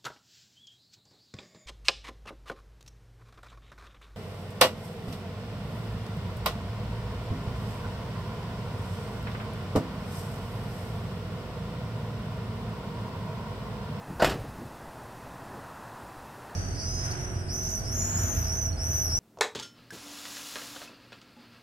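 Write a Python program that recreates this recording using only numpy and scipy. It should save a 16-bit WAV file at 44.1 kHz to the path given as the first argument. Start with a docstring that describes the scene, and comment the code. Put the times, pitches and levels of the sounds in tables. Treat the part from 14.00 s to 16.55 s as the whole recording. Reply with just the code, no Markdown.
"""Vehicle door shut in the snow

A door is pushed shut outdoors. The latch scrapes over its striker, the door knocks home on its seal
and the catch snaps with a steely ring. The insides rattle briefly while the body booms into a dull echo.
Underneath, light wind rumbles on the microphone over the rush of a distant road, where one car passes."""
import sys
import numpy as np
from scipy import signal
from scipy.fft import rfft, irfft
from scipy.io import wavfile

SR = 44100
rng = np.random.default_rng(int(sys.argv[2]) if len(sys.argv) > 2 else 0)


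def store_wav(level_fs):
    """Save 16-bit WAV to argv[1]."""
    pcm = np.round(np.clip(np.atleast_2d(level_fs), -1, 1) * 32767)
    wavfile.write(sys.argv[1], SR, pcm.T.astype(np.int16))


N = 112454

# The landing and the rattle after it. Each row: start in seconds, panel level in dB,
# clatter level in dB, clatter brightness in dB per octave.
DOOR_HITS = [(.2188, -21, -22.5, -1.5), (.2432, -28, -22, 0), (0.266, -49, -32, 0), (.294, -42, -30, 0.2),
             (.313, -32.5, -36, -1.5)]
# The door against its frame. Each row: time in seconds, peak level in dB, pitch in Hz.
FRAME_KNOCKS = [(.2246, -7.5, 575), (.2345, -10.5, 800), (.2465, -11, 650)]

# What rings. Each row: pitch in Hz, relative level in dB, seconds to die away by 60 dB.
SKIN_MODES = [(354, -8, .5), (387, -7, .55), (463, -11, .55), (501, -3, .35), (598, -4, .42),
              (635, -4, .48), (686, -2, .3), (766, -3, .35), (869, -8, .25), (918, -3, .22),
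              (1327, -9, .25), (1438, -8, .22)]  # the door's sheet metal
CATCH_MODES = [(1803, -2.5, 0.19), (2450, 2, 0.12), (2583, -9.5, 0.29), (2976, -8, 0.27), (3240, -11, 0.2),
               (5329, -9.5, 0.23)]  # small, bright steel
BODY_MODES = [(56.9, -4, 1), (109, -13, 1), (146.7, -1.5, 0.89), (198.6, -3, 0.49), (243, -11.5, 0.47)]  # body and cabin

# Noise colours. Each row: frequency in Hz, relative spectral level in dB.
PANEL_COLOUR = [(100, -6), (220, -27), (300, 3), (500, 0), (780, -13), (1100, -6.5), (1450, -7),
                (2100, -33), (6000, -54)]  # hollow thud
CLATTER_COLOUR = [(500, -7), (1200, -1), (1850, 1.5), (2250, -7.5), (2600, -0.5), (3500, -7.5), (4200, -10),
                  (5000, -7), (6200, -16), (7400, -11.5), (9200, -20), (14500, -18), (15800, -35)]  # latch and linkage
CRACK_COLOUR = [(500, -18), (1900, -2), (2700, 2), (4200, -3.5), (6000, -15), (7400, -6), (9500, -23),
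                (15500, -25)]  # sharp edge of the catch
SCRAPE_COLOUR = [(150, -27), (350, -11), (520, -4.5), (800, 2.5), (1080, -7.5), (1450, 1), (2100, -21),
                 (3300, -22.5), (4800, -15.5), (6000, -29), (15000, -44)]  # latch on striker
ECHO_COLOUR = [(20, -7), (38, 0.5), (100, -9), (250, -6), (650, -5), (950, -15), (2000, -24), (5000, -30.5),
               (15000, -61)]  # dull outdoor return
WIND_COLOUR = [(15, -4), (35, -21.5), (58, 2), (80, -6), (112, 2.5), (190, -6), (260, -3), (350, -11.5),
               (700, -9.5), (3000, -58)]  # low rumble
ROAD_COLOUR = [(60, -18), (300, -2), (560, -2), (800, 2), (980, 1.5), (1200, -3.5), (1500, -5), (1900, -8),
               (2300, -20), (2620, -12.5), (3100, -34.5), (5000, -39.5), (9000, -44)]  # distant rush
TYRE_COLOUR = [(400, -25), (760, -10), (930, 0.5), (1040, -0.5), (1170, -6), (1450, -6), (1900, -16),
               (2400, -41), (6000, -68)]  # hum of the far car
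HISS_COLOUR = [(100, -4.5), (3000, 3), (5000, 1), (6000, -1), (10000, -2.5), (15500, -6.5)]  # microphone hiss

# Soft bumps of wind. Each row: peak time in seconds, half-width in seconds, level in dB, centre in Hz.
WIND_BUMPS = [(0.112, 0.042, -37, 180), (0.18, 0.046, -38, 132), (.345, .02, -32, 130),
              (0.408, .04, -37, 96), (0.448, 0.019, -38, 190), (0.495, .025, -39.5, 100),
              (0.563, 0.047, -42, 109), (0.614, 0.036, -43, 236), (0.663, 0.024, -38.5, 145),
              (1.318, 0.25, -52, 180), (1.557, 0.067, -43.5, 270)]
# The colour of one bump. Each row: multiple of its centre frequency, relative spectral level in dB.
BUMP_COLOUR = [(.15, -14), (.4, -5.5), (1, 1.5), (1.6, -4), (3, -16.5), (12, -44.5)]
# Fader moves for the wind and road beds. Each row: time in seconds, level in dB.
WIND_FADER = [(0, -50.5), (.55, -49.5), (.95, -48), (1.3, -48), (1.8, -50.5), (2.1, -49.5), (2.55, -51.5)]
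ROAD_FADER = [(0, -46), (.7, -48.5), (1.35, -47.5), (2.05, -48), (2.38, -48), (2.55, -45.5)]

PANEL_RISE_S, PANEL_T60_S, SKIN_DB = 0.0017, 0.13, -27
CLATTER_RISE_S, CLATTER_T60_S, TREBLE_HZ, TREBLE_T60_S = 0.0034, 0.15, 7500, 0.12
KNOCK_HALF_WIDTH_S = 0.0012
CATCH_S, CATCH_DB, CRACK_DB = 0.2445, -30.5, -13.5
BOOM_S, BOOM_DB, ECHO_DB = 0.216, -29.5, -25.5
SCRAPE_S, SCRAPE_RISE_S, SCRAPE_DB, SCRAPE_SKIN_DB = 0.196, 0.0032, -25.5, -35
PASS_S, PASS_HALF_WIDTH_S, PASS_DB = 1.76, 0.38, -48.5
HISS_DB, CUTOFF_HZ = -57.5, 15780


def door_hits():
    """The landing rings the door's skin; every hit thuds the panel and clatters the latch and linkage."""
    landing_s = DOOR_HITS[0][0]
    out = amp(SKIN_DB) * ring(SKIN_MODES, landing_s, PANEL_RISE_S)
    highpass = signal.butter(2, TREBLE_HZ, "high", fs=SR, output="sos")
    for start, panel_db, clatter_db, tilt in DOOR_HITS:
        metal = amp(clatter_db) * noise([(hz, db + tilt * np.log2(hz)) for hz, db in CLATTER_COLOUR])
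        treble = signal.sosfiltfilt(highpass, metal)
        out += amp(panel_db) * struck(start, PANEL_RISE_S, PANEL_T60_S) * noise(PANEL_COLOUR)
        out += struck(start, CLATTER_RISE_S, CLATTER_T60_S) * (metal - treble)
        out += struck(start, CLATTER_RISE_S, TREBLE_T60_S) * treble  # the top end dies sooner
    return out


def frame_knocks():
    """The punch: the door meets its frame in heavily damped knocks, a few cycles each."""
    out = np.zeros(N)
    for at, db, hz in FRAME_KNOCKS:
        t = since(0) - at
        out += amp(db) * np.exp(-(t / KNOCK_HALF_WIDTH_S) ** 2) * np.cos(2 * np.pi * hz * t)
    return out


def catch_snap():
    """The catch snaps home with a short crack that leaves its steel ringing."""
    crack = amp(CRACK_DB) * struck(CATCH_S, CLATTER_RISE_S, t60=0.015) * noise(CRACK_COLOUR)
    return crack + amp(CATCH_DB) * ring(CATCH_MODES, CATCH_S, CLATTER_RISE_S)


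def body_boom():
    """The weight: the body booms as the door seals, and the surroundings return a dull wash of echo."""
    echo = amp(ECHO_DB) * struck(BOOM_S, rise=0.015, t60=0.65) * noise(ECHO_COLOUR)
    return amp(BOOM_DB) * ring(BODY_MODES, BOOM_S, rise=0.008) + echo


def latch_scrape():
    """The lead-in: the latch slides over its striker and lightly rings the door's skin."""
    scrape = amp(SCRAPE_DB) * struck(SCRAPE_S, SCRAPE_RISE_S, t60=0.29) * noise(SCRAPE_COLOUR)
    return scrape + amp(SCRAPE_SKIN_DB) * ring(SKIN_MODES, SCRAPE_S, SCRAPE_RISE_S)


def wind():
    """Light wind on the microphone: a lumpy low rumble with soft bumps."""
    out = fader(WIND_FADER) * flutter(depth_db=0.74, top_hz=13) * noise(WIND_COLOUR)
    for at, half_width, db, centre_hz in WIND_BUMPS:
        colour = [(centre_hz * multiple, level) for multiple, level in BUMP_COLOUR]
        envelope = np.exp(-2 * ((since(0) - at) / half_width) ** 2)
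        out += amp(db) * envelope * noise(colour)
    return out


def distant_road():
    """A bed of far traffic; the tyre hum of one car swells and fades as it goes by."""
    passing = amp(PASS_DB) / (1 + ((since(0) - PASS_S) / PASS_HALF_WIDTH_S) ** 2)
    return fader(ROAD_FADER) * noise(ROAD_COLOUR) + passing * noise(TYRE_COLOUR)


def amp(db):
    """Decibels to gain."""
    return 10 ** (np.asarray(db) / 20)


def unit_rms(x):
    """Scales a signal to rms 1."""
    return x / np.sqrt(np.mean(x ** 2) + 1e-20)


def since(start):
    """Seconds since start, zero before it."""
    return np.maximum(np.arange(N) / SR - start, 0)


def fader(points):
    """Gain riding through points of seconds and dB."""
    return amp(np.interp(since(0), *np.transpose(points)))


def noise(colour):
    """Noise of rms 1 in the given colour."""
    hz, db = np.transpose(colour)
    bin_hz = np.fft.rfftfreq(N, 1 / SR)
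    gain = amp(np.interp(np.log(bin_hz + 1), np.log(hz), db))
    return unit_rms(irfft(rfft(rng.standard_normal(N)) * gain, N))


def flutter(depth_db, top_hz):
    """Gain that wavers at random, at rates from 1 Hz to top_hz."""
    t = since(0)
    wobble = sum(np.sin(2 * np.pi * (hz * t + rng.random())) for hz in np.geomspace(1, top_hz, 20))
    return amp(depth_db * unit_rms(wobble))


def struck(start, rise, t60):
    """Envelope of a hit: a quick attack, then a tail that falls 60 dB in t60 seconds."""
    t = since(start)
    return np.minimum(t / rise, 1) * np.exp(-np.log(1000) * t / t60)


def ring(modes, start, rise):
    """Modes set ringing by one blow, neighbours swinging in opposite directions."""
    t = since(start)
    return sum((-1) ** k * amp(db) * struck(start, rise, t60) * np.sin(2 * np.pi * hz * t)
               for k, (hz, db, t60) in enumerate(modes))


def scene():
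    """The door over wind and road, the same in both channels."""
    door = latch_scrape() + door_hits() + frame_knocks() + catch_snap() + body_boom()
    mono = door + wind() + distant_road()
    return np.array([mono, mono])


def record(dry):
    """Adds faint microphone hiss, then cuts off the very top end."""
    hissy = dry + amp(HISS_DB) * noise(HISS_COLOUR)
    lowpass = signal.firwin(511, CUTOFF_HZ, window=("kaiser", 9), fs=SR)
    return signal.oaconvolve(hissy, lowpass[None], "same")


dry = scene()
out = record(dry)
store_wav(out)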